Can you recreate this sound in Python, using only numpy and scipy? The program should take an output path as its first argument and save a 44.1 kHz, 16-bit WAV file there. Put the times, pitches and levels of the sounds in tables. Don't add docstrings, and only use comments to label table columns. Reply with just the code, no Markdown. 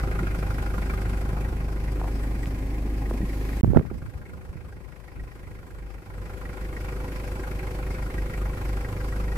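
import sys
import numpy as np
from scipy import signal
from scipy.fft import rfft, irfft, next_fast_len
from scipy.io import wavfile
from scipy.ndimage import uniform_filter1d, map_coordinates

SR = 44100
rng = np.random.default_rng(int(sys.argv[2]) if len(sys.argv) > 2 else 0)


def pcm_store(signal):
    levels = np.round(np.clip(np.atleast_2d(signal), -1, 1) * 32767)
    wavfile.write(sys.argv[1], SR, levels.astype(np.int16).T)


N = 413216
TIME = np.arange(N) / SR
BREAK_START, BREAK_END = 3.611, 3.632
FIRING_HZ = 25.474


def from_db(db):
    return 10 ** (np.asarray(db) / 20)


def rms_one(x):
    return x / np.sqrt(np.mean(x ** 2) + 1e-20)


def in_time(rows):
    s, *columns = np.transpose(rows)
    return [np.interp(TIME, s, c) for c in columns]


def at_hz(points, hz):
    f, value = np.transpose(points)
    return np.interp(np.log(np.maximum(hz, 1)), np.log(f), value)


def drift(rate):
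    knots = rng.standard_normal(2048)
    coarse = map_coordinates(knots, [TIME[::32] * rate], order=2, mode="wrap")
    return coarse.repeat(32)[:N]


def span(start, end, fade_s):
    outside = (TIME - np.clip(TIME, start, end)) / fade_s
    return np.exp(-np.minimum(outside ** 2, 60))


# f/Hz, left-right likeness (1 alike, 0 unrelated, negative opposed)
LIKENESS = [(50, 0.86), (350, 0.95), (700, 0.61), (1100, 0.58), (1650, -0.84), (2200, 0.052), (3000, 0.4),
            (5000, -0.013), (15000, 0.033)]


def colour(pair, spectrum):
    size = next_fast_len(N + 4096)
    hz = np.arange(size // 2 + 1) * SR / size
    alike = np.clip(at_hz(LIKENESS, hz), -.99, .99)
    widths = [np.ones_like(hz), np.sqrt((1 - alike) / (1 + alike))]
    mid, side = irfft(rfft(pair, size) * from_db(at_hz(spectrum, hz)) * widths, size)[:, :N]
    return np.array([mid + side, mid - side]) / np.std(mid)


def swell(rows, fade_s, spectrum):
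    gain = np.sqrt(sum((from_db(db) * span(start, end, fade_s)) ** 2 for start, end, db in rows))
    return gain * colour(rng.standard_normal((2, N)), spectrum)


def thumps(rows, rise, grit_db, grit_reach):
    out, t = np.zeros(N), TIME[:SR // 8]
    for s, db, hz, cycles in rows:
        turn = t * hz
        dull = signal.butter(3, min(grit_reach * hz, 2270), fs=SR, output="sos")
        grit = from_db(grit_db) * rms_one(signal.sosfilt(dull, rng.standard_normal(len(t))))
        envelope = (1 - np.exp(-turn / rise)) ** 2 * from_db(-60 * turn / cycles)
        ring = (np.sin(2 * np.pi * turn) + grit) * envelope
        at = int(s * SR)
        out[at:at + len(t)] += from_db(db) * ring / np.abs(ring).max()
    return out


def exhaust(turn, orders, boom_db, drone_db, tone_db, middle_db=-1.0, scatter=1.09, lag=0.0903):
    boom = from_db(boom_db) / from_db(dict(orders)[2])
    upper_power = sum(from_db(db) ** 2 for k, db in orders[8:])
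    drone = from_db(drone_db + tone_db) / np.sqrt(upper_power)
    middle = np.sqrt(boom * drone) * from_db(middle_db)
    out = np.zeros(N)
    for k, db in orders:
        angle = 2 * np.pi * k * (turn - .04)
        if k <= 2:
            wave = -boom * np.sin(angle)
        else:
            level = drone if k > 8 else middle
            waver = 1 + .08 * drift(6)
            wave = level * waver * np.cos(angle - 2 * np.pi * k * lag + scatter * rng.standard_normal())
        out += np.sqrt(2) * from_db(db) * wave
    return out


def pulsing(turn, depth_db, peak):
    return rms_one(from_db(depth_db * np.cos(2 * np.pi * (turn - peak))))


def clatter(turn, cylinders_db, rise_s, t60, bed, repeat, jitter_s):
    firing = np.floor(turn).astype(int) + 1
    age = turn % 1 / FIRING_HZ
    chance = rng.standard_normal((firing.max() + 1, 2))[firing]
    cylinder = (firing - 1) % len(cylinders_db)
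    strength_db = np.array(cylinders_db)[cylinder] + chance[:, 0]
    blow = from_db(strength_db - 60 * age / t60) * (1 - np.exp(-age / rise_s))
    shared = rng.standard_normal((2, 1, 2048))
    rings = rms_one(shared + .5 * rng.standard_normal((2, len(cylinders_db), 2048)))
    place = ((age + jitter_s * chance[:, 1]) * SR).astype(int) % rings.shape[-1]
    same = rings[:, cylinder, place]
    share = np.clip(repeat, 0, 1)
    rattle = np.sqrt(share) * same + np.sqrt(1 - share) * rng.standard_normal((2, N))
    return rattle * np.hypot(rms_one(blow), bed)


def resonate(x, modes, vary_db):
    for hz, width, lift_db in modes:
        r = np.exp(-np.pi * width / SR)
        top = [(1 - r * r) / 2, 0, -(1 - r * r) / 2]
        bottom = [1, -2 * r * np.cos(2 * np.pi * hz / SR), r * r]
        band = signal.lfilter(top, bottom, x)
        x = x + (from_db(lift_db + vary_db * drift(FIRING_HZ)) - 1) * band
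    return x


# f/Hz, width/Hz, mean lift/dB (blows use f alone)
BLOCK_MODES = [(807, 80, 6.5), (1014, 28, 4), (1231, 37, 6), (1406, 160, 3), (1598, 130, 3.5),
               (1908, 184, 4.5), (2151, 54, 4.5), (2310, 28, 3.5), (2520, 240, 4.5)]


def ring_block(rows, rise_s, t60, spread_hz):
    out, t = np.zeros((2, N + SR)), TIME[:SR // 12]
    modes = np.array(BLOCK_MODES)[:, :1]
    rings = np.sin(2 * np.pi * modes * t) * (1 - np.exp(-t / rise_s)) ** 2 * from_db(-60 * t / t60)
    for s, db, hz in rows:
        nearness = np.exp(-.5 * ((modes.T - hz) / spread_hz) ** 2)
        ring = (nearness * rng.standard_normal((2, len(modes)))) @ rings
        at = int(s * SR)
        out[:, at:at + len(t)] += from_db(db) * ring / np.abs(ring).max(axis=1, keepdims=True)
    return out[:, :N]


def pings(turn, cylinders, vary_db=1.5, wander_octaves=0.11, cover_vary_db=5.0):
    at = np.flatnonzero(np.diff(np.floor(turn)) > 0) + 1
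    cylinder = np.floor(turn[at]).astype(int) % len(cylinders)
    db, hz, cover_db = np.array(cylinders)[cylinder].T
    chance = rng.standard_normal((len(at), 4)).T
    block_hz = hz * 2 ** (wander_octaves * chance[1])
    cover_hz = 1997 * 2 ** (wander_octaves * chance[3])
    block = zip(TIME[at], db + vary_db * chance[0], block_hz)
    covers = zip(TIME[at] + 0.001535, cover_db + cover_vary_db * chance[2], cover_hz)
    return (ring_block(block, rise_s=.0012, t60=.048, spread_hz=200),
            ring_block(covers, rise_s=.005, t60=.036, spread_hz=150))


def chuffing(turn, peak=0.14, rise_db=30, fall_db=19, bed=0.58, vary_db=3.0):
    since = (turn - peak) % 1
    slope_db = -np.minimum(fall_db * since, rise_db * (1 - since))
    swelling = from_db(slope_db + vary_db * np.tanh(drift(FIRING_HZ)))
    return rng.standard_normal((2, N)) * np.hypot(bed, swelling)


# f/Hz, relative level per Hz/dB
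SUMP = [(350, -21), (560, 2.5), (690, -0.5), (820, -1), (920, -1.5), (1040, 3), (1150, -3.5), (1500, -35)]
# f/Hz, relative level per Hz/dB
KNOCK = [(500, 2.5), (800, -0.5), (1030, -5), (1140, -4.5), (1300, 3), (1450, 6), (1650, -7), (1900, -24),
         (3000, -30)]
# f/Hz, relative level per Hz/dB
INJECTORS = [(1200, -40), (1700, -4), (1950, 0.5), (2300, 2), (2550, -0.5), (2750, -3.5), (3200, -8.5),
             (4200, -11.5), (6000, -29)]
# f/Hz, relative level per Hz/dB
HISS = [(1760, -1), (3000, -0.5), (3870, -5), (4720, -3.5), (6610, -8), (8120, -6), (8880, -8.5),
        (10300, -8), (12500, -7.5), (14100, -11.5), (14900, -9), (15500, -18)]
# f/Hz, width/Hz, mean lift/dB
PULLEY_MODES = [(5100, 810, 0), (8000, 330, 0), (10600, 85, 5)]


def engine(start_turn, levels, wash, orders, cylinders_db, cylinder_pings, rumble_colour,
           tone_db, rumble_db, sump_db, knock_db, ping_db, cover_db, tick_db, air_db):
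    turn = FIRING_HZ * TIME + start_turn + .003 * drift(5)
    boom_db, drone_db, block_db, injector_db, hiss_db = levels
    hum_db = drone_db + 0.44 * (drone_db + 34.5)
    tones = exhaust(turn, orders, boom_db, hum_db, tone_db)
    rumble_noise = rng.standard_normal((2, N)) * pulsing(turn, depth_db=4.5, peak=0.21)
    rumble = colour(rumble_noise, rumble_colour)
    knock = clatter(turn, cylinders_db, rise_s=.005, t60=.1, bed=wash, repeat=.45, jitter_s=.00015)
    ticks = clatter(turn, np.multiply(cylinders_db, .5), rise_s=0.0028, t60=0.095, bed=wash,
                    repeat=0.35, jitter_s=0.0002)
    ticks = ticks * from_db(1.4 * drift(14))
    knock, ticks = [resonate(part, BLOCK_MODES, vary_db=2.5) for part in (knock, ticks)]
    hiss = resonate(chuffing(turn), PULLEY_MODES, vary_db=2.5)
    ping, covers = pings(turn, cylinder_pings)
    under_car = from_db(rumble_db) * rumble + from_db(sump_db) * colour(knock, SUMP)
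    return (tones + from_db(drone_db) * under_car
            + from_db(block_db + knock_db) * colour(knock, KNOCK)
            + from_db(block_db + ping_db) * ping
            + from_db(injector_db + cover_db) * covers
            + from_db(injector_db + tick_db) * colour(ticks, INJECTORS)
            + from_db(hiss_db + air_db) * colour(hiss, HISS))


def heard(parts, name, walk_db):
    open_db, follows = parts[name]
    return open_db + follows * walk_db


# t/s, treble curve level/dB, knock curve level/dB
SIDE_WALK = [(0.1, -0.5, 1.5), (0.3, -0.5, -1.5), (0.9, -0.3, -0.5), (1.7, -2, -5), (2.3, -1.5, -7.5),
             (2.8, -2.5, -13), (3.6, -0.94, -8.5)]
SIDE_PARTS = {"boom": (-27.5, 0.039), "drone": (-36.5, 0.38), "block": (-41.5, 1.64),
              "injectors": (-49.5, 3.57), "hiss": (-54.5, 2.26)}
# multiple of the firing rate, relative level/dB
SIDE_ORDERS = [(1, -10.5), (2, 0.5), (3, -11.5), (4, -10), (5, -14), (6, -20), (7, -16), (8, -24.5),
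               (9, -23.5), (10, -23), (11, -34), (12, -20), (13, -25.5), (14, -25), (15, -17), (16, -25),
               (17, -32), (18, -32), (19, -30.5), (20, -22), (21, -35), (22, -30), (23, -33.5), (24, -36),
               (25, -36.5), (28, -35), (31, -31)]
SIDE_CYLINDERS = [4.1, 5.3, 1.5, 4.8]
# relative level/dB, main f/Hz, relative level of the covers' ring/dB
SIDE_PINGS = [(-13, 1230, -7.5), (-3, 1100, -2), (-3, 1650, 1), (-1.5, 1420, -5)]
# f/Hz, relative level per Hz/dB
SIDE_RUMBLE = [(20, -26), (41, -10), (70, -5), (110, -5.5), (227, -14.5), (382, -17.5), (449, -25.5),
               (495, -20.5), (700, -34.5), (910, -62), (1540, -120)]


def engine_beside():
    treble_db, knock_db = in_time(SIDE_WALK)
    levels = ([heard(SIDE_PARTS, name, knock_db) for name in ("boom", "drone", "block")]
              + [heard(SIDE_PARTS, name, treble_db) for name in ("injectors", "hiss")])
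    wash = 0.42 - 0.05 * knock_db
    return engine(.2, levels, wash, SIDE_ORDERS, SIDE_CYLINDERS, SIDE_PINGS, SIDE_RUMBLE,
                  tone_db=-5.0, rumble_db=3.5, sump_db=-11.0, knock_db=-5.0, ping_db=3.5,
                  cover_db=7.0, tick_db=1.0, air_db=3.5)


# t/s, openness level/dB
FRONT_WALK = [(4.2, -10.5), (4.9, -12), (5.35, -9.5), (6.0, -10), (6.3, -4), (6.9, -0.2), (8.2, 0.5),
              (9.37, 1)]
FRONT_PARTS = {"boom": (-29.5, 0.77), "drone": (-41, 0.92), "block": (-49, 1), "injectors": (-52, 1.0),
               "hiss": (-56.5, 1.0)}
# multiple of the firing rate, relative level/dB
FRONT_ORDERS = [(1, -15.5), (2, -5.5), (3, -12.5), (4, -11), (5, -15), (6, -18.5), (7, -16), (8, -27),
                (9, -18), (10, -17.5), (11, -29), (12, -17), (14, -22.5), (15, -17), (16, -30), (17, -30.5),
                (19, -17), (20, -14), (21, -51), (22, -28), (23, -26), (24, -24.5), (25, -61), (26, -41),
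                (28, -35), (29, -38), (30, -29), (31, -27.5), (32, -36)]
FRONT_CYLINDERS = [6, 6.5, 7.5, 8]
# relative level/dB, main f/Hz, relative level of the covers' ring/dB
FRONT_PINGS = [(0.56, 1600, 0), (0.35, 1530, -4.5), (3.9, 1370, -13.5), (0.5, 1170, -5.5)]
# f/Hz, relative level per Hz/dB
FRONT_RUMBLE = [(41, -16), (70, -8.5), (182, -13.5), (206, -20.5), (378, -12.5), (449, -21), (495, -17),
                (700, -33.5), (910, -71), (1540, -120)]
FLUTTER_DB, FLUTTER_GROWTH, FLUTTER_PER_S = 0.9, 0.14, 14
BOOM_GROWTH_DB_PER_S = 1.4


def engine_in_front():
    open_db, = in_time(FRONT_WALK)
    names = ("boom", "drone", "block", "injectors", "hiss")
    boom_db, *others = [heard(FRONT_PARTS, name, open_db) for name in names]
    flutter_db = (FLUTTER_DB - FLUTTER_GROWTH * open_db) * drift(FLUTTER_PER_S)
    boom_db = boom_db + flutter_db - BOOM_GROWTH_DB_PER_S * (TIME[-1] - TIME)
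    return engine(-.31, [boom_db, *others], 0.52, FRONT_ORDERS, FRONT_CYLINDERS, FRONT_PINGS, FRONT_RUMBLE,
                  tone_db=-0.5, rumble_db=1.0, sump_db=-9.5, knock_db=-4.0, ping_db=4.5 - 0.1 * open_db,
                  cover_db=10.5, tick_db=-2.0, air_db=3.0)


# t/s, peak level/dB, main f/Hz
HARD_KNOCKS = [(0.0317, -30, 1335), (0.188, -27.5, 1370), (0.2677, -29, 1480), (0.345, -33, 1320),
               (0.4239, -36, 1410), (0.5027, -30.5, 1465), (0.5806, -32, 1430), (0.66, -33, 1420),
               (0.7384, -35, 1240), (0.7785, -29, 1240), (0.8959, -33, 2300), (0.935, -33, 1340),
               (1.13, -42, 1610), (1.287, -40, 1370), (2.236, -36.5, 1940), (2.431, -37, 1980),
               (3.055, -37, 1980), (3.254, -56, 2050), (3.53, -41, 1960), (3.899, -40, 1410),
               (4.017, -45, 1400), (4.333, -41, 1400), (4.45, -50, 1512), (4.7235, -43, 1630),
               (5.081, -41.5, 1980), (5.1956, -41, 1940), (5.547, -47, 1490), (5.704, -46, 1490),
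               (6.529, -40, 1400), (6.7645, -31, 1960), (7.435, -36, 1590), (8.18, -43, 1930),
               (8.336, -33, 1910), (8.8456, -30.5, 1900), (9.002, -36, 1570), (9.1983, -32, 1215)]


def hard_knocks():
    return ring_block(HARD_KNOCKS, rise_s=.0012, t60=.048, spread_hz=106)


# start t/s, end t/s, f/Hz, level/dB
HUM_SWELLS = [(7.031, 7.108, 276, -44), (7.35, 7.419, 378, -47.5), (7.6, 7.72, 372, -46.5)]


def hum_swells():
    return sum(np.sqrt(2) * from_db(db) * span(start, end, fade_s=0.046) * np.sin(2 * np.pi * hz * TIME)
               for start, end, hz, db in HUM_SWELLS)


# start t/s, end t/s, level/dB
HOLLOW = [(2.1, 3.45, -40)]
# f/Hz, relative level per Hz/dB
HOLLOW_COLOUR = [(100, -54), (200, -10), (275, 3), (340, -3.5), (480, -13.5), (900, -35), (1800, -34),
                 (2400, -36), (2800, -47), (4000, -44)]


def door_hollow():
    return swell(HOLLOW, 0.25, HOLLOW_COLOUR)


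# t/s, peak level/dB, ring f/Hz, cycles to fall 60 dB
STEPS = [(0.203, -24, 172, 26), (0.225, -23.5, 335, 28), (0.389, -26, 318, 3), (2.0148, -24, 790, 7.5),
         (2.0152, -40, 1740, 8), (2.0432, -25.5, 740, 4.5), (2.0487, -37, 720, 6), (2.0555, -32, 760, 6.5),
         (2.078, -32, 860, 6), (2.082, -40, 2250, 18), (2.0855, -31, 740, 4.5), (2.092, -34, 260, 4),
         (2.458, -28, 2290, 3.4), (2.855, -27, 254, 2.3), (3.077, -25, 270, 3.4), (3.1105, -23.5, 775, 3),
         (3.113, -20, 296, 3.9), (3.141, -19.5, 243, 5.2), (3.1445, -28, 520, 3.6), (3.2055, -18, 227, 2),
         (3.23, -17.5, 184, 2.8), (3.24, -16.5, 150, 2.8)]
# start t/s, end t/s, level/dB
SCUFFS = [(2.04, 2.06, -46), (3.11, 3.15, -49)]
# f/Hz, relative level per Hz/dB
SCUFF_COLOUR = [(250, -8), (550, 0), (950, 8), (1400, -21), (3000, -33)]


def boots():
    crunches = thumps(STEPS, rise=0.23, grit_db=-15.5, grit_reach=0.93)
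    return crunches + swell(SCUFFS, 0.022, SCUFF_COLOUR)


# t/s, peak level on the louder port/dB, ring f/Hz, cycles to fall 60 dB,
# left minus right level/dB
KICKS = [(3.6345, 1, 133, 1.8, -22), (3.645, -1.5, 270, 1.1, -32), (3.658, -18, 130, 2.6, 8),
         (3.677, -9, 130, 2.5, -18), (3.685, -11, 105, 4, -22), (3.701, -11, 170, 2.1, -22),
         (3.7155, -18, 200, 2.7, -20), (3.7336, -10.5, 372, 5.3, -19), (3.748, -14.5, 620, 3.3, -24),
         (3.7515, -14, 477, 3, -22), (3.762, 2, 159, 3, -22), (3.7625, -22, 600, 6.1, -26),
         (3.77, -4.5, 614, 9.4, -35), (3.7705, -13, 940, 9.8, -28), (3.7712, -11, 1380, 16, -30),
         (3.7718, 4, 270, 1.9, -37), (3.772, -29, 1880, 8.1, -30), (3.7755, -12, 218, 6.5, -24),
         (3.783, -11.5, 200, 4, -18), (3.792, -14.5, 257, 5.6, 9), (3.795, -16, 650, 0.74, -24),
         (3.797, -9, 150, 3.6, -9), (3.81, -21, 426, 11, -17), (3.852, -27, 700, 3.5, -21),
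         (3.913, -22, 320, 4.4, -5), (4.021, -25.5, 146, 7, 0), (4.08, -22, 102.7, 8.5, -16),
         (4.15, -25, 69.6, 6, 4), (4.491, -26, 75, 3, -1), (4.556, -26.5, 151, 3.2, -5),
         (5.175, -46, 86, 4.3, 2), (5.225, -32, 62.3, 4.3, 3)]
# start t/s, end t/s, level/dB
RUBS = [(3.704, 3.717, -46), (3.761, 3.774, -33)]
# f/Hz, relative level per Hz/dB
RUB_COLOUR = [(400, -8), (750, 8.5), (1500, 1), (2200, -14), (3200, -24), (6000, -52)]


def handling():
    kicks = np.zeros((2, N))
    for *kick, pan in KICKS:
        ports = from_db([[min(pan, 0)], [min(-pan, 0)]])
        kicks += thumps([kick], rise=0.2, grit_db=-11.0, grit_reach=1.58) * ports
    return kicks + swell(RUBS, 0.003, RUB_COLOUR) * [[0], [1]]


# start t/s, end t/s, left level/dB, right level/dB
GUSTS = [(3.656, 3.725, -26, -19), (3.768, 3.782, -16.5, -16), (3.838, 3.869, -28, -45),
         (3.924, 3.96, -36, -27), (4.024, 4.113, -34, -45), (4.155, 4.206, -42, -47),
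         (4.323, 4.42, -45, -41), (4.5, 4.68, -49, -48), (4.767, 4.963, -44, -46), (5.16, 5.214, -37, -48)]
# f/Hz, relative level per Hz/dB
GUST_COLOUR = [(25, -10), (60, 13.5), (100, 10), (160, 4), (230, -2.5), (400, -11.5), (800, -34),
               (2000, -43), (5000, -56)]
BREEZE_DB, BREEZE_FADE_DB_PER_S = -40.5, 1.8


def buffeting():
    breeze = from_db(BREEZE_DB - BREEZE_FADE_DB_PER_S * (TIME - BREAK_END))
    gusts = sum(from_db([[left], [right]]) * span(start, end, fade_s=0.021)
                for start, end, left, right in GUSTS)
    eddies = np.array([colour(rng.standard_normal((2, N)), GUST_COLOUR)[0] for port in range(2)])
    return eddies * np.hypot(breeze, gusts) * (TIME > BREAK_END)


# start t/s, end t/s, level/dB
SLEEVE = [(3.0, 3.25, -73), (3.36, 3.55, -58), (3.7, 3.77, -70)]
# f/Hz, relative level per Hz/dB
SLEEVE_COLOUR = [(500, -38), (4000, 16), (9000, 6), (12500, 16), (15500, 2)]


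def sleeve():
    return swell(SLEEVE, 0.081, SLEEVE_COLOUR)


# t/s, mean firing f/Hz, hum level/dB, octave level/dB
FAR_VEHICLE = [(5.6, 49.94, -50, -68), (6.2, 46.8, -44, -43), (7.0, 45.4, -50, -65), (7.4, 43.17, -48, -49),
               (7.75, 41.9, -44, -57), (8.3, 45.76, -33, -48), (8.9, 48.85, -35, -38),
               (9.37, 50.7, -55, -59)]


def far_vehicle():
    hz, hum_db, octave_db = in_time(FAR_VEHICLE)
    angle = 2 * np.pi * np.cumsum(hz + .3 * drift(6)) / SR
    hum = from_db(hum_db) * rms_one(np.sin(angle))
    return hum + from_db(octave_db) * rms_one(np.sin(2 * angle))


# start t/s, end t/s, left level/dB, right level/dB
BASS_DIPS = [(3.85, 3.882, 2.5, -18), (4.094, 4.113, -20, -3), (4.594, 4.603, -16, 5),
             (4.818, 5.037, 0, -20), (4.982, 4.996, -4, -2), (5.07, 5.147, -3, -9), (5.303, 5.324, -3, -14),
             (5.903, 5.927, -2, -23), (6.035, 6.054, -6, -10), (6.37, 6.4, -1.5, -13),
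             (6.564, 6.593, -1, -5)]


def bass_dips(x):
    bass = signal.sosfiltfilt(signal.butter(2, 330, fs=SR, output="sos"), x)
    dip_db = sum(np.array([[left], [right]]) * span(start, end, fade_s=0.018)
                 for start, end, left, right in BASS_DIPS)
    return x + (from_db(dip_db) - 1) * bass


def scene():
    idling = np.where(TIME < BREAK_START, engine_beside(), engine_in_front())
    car = idling + hard_knocks() + hum_swells() + door_hollow()
    car = np.array([np.roll(car[0], 5), car[1]])
    return bass_dips(car + boots() + handling() + buffeting() + sleeve() + far_vehicle())


def record(dry):
    running = uniform_filter1d(((TIME < BREAK_START) | (TIME > BREAK_END)) * 1.0, size=96)
    limited = 1.178 * np.tanh(dry * running / 1.214)
    return signal.sosfilt(signal.ellip(12, .1, 80, 15600, fs=SR, output="sos"), limited)


dry = scene()
out = record(dry)
pcm_store(out)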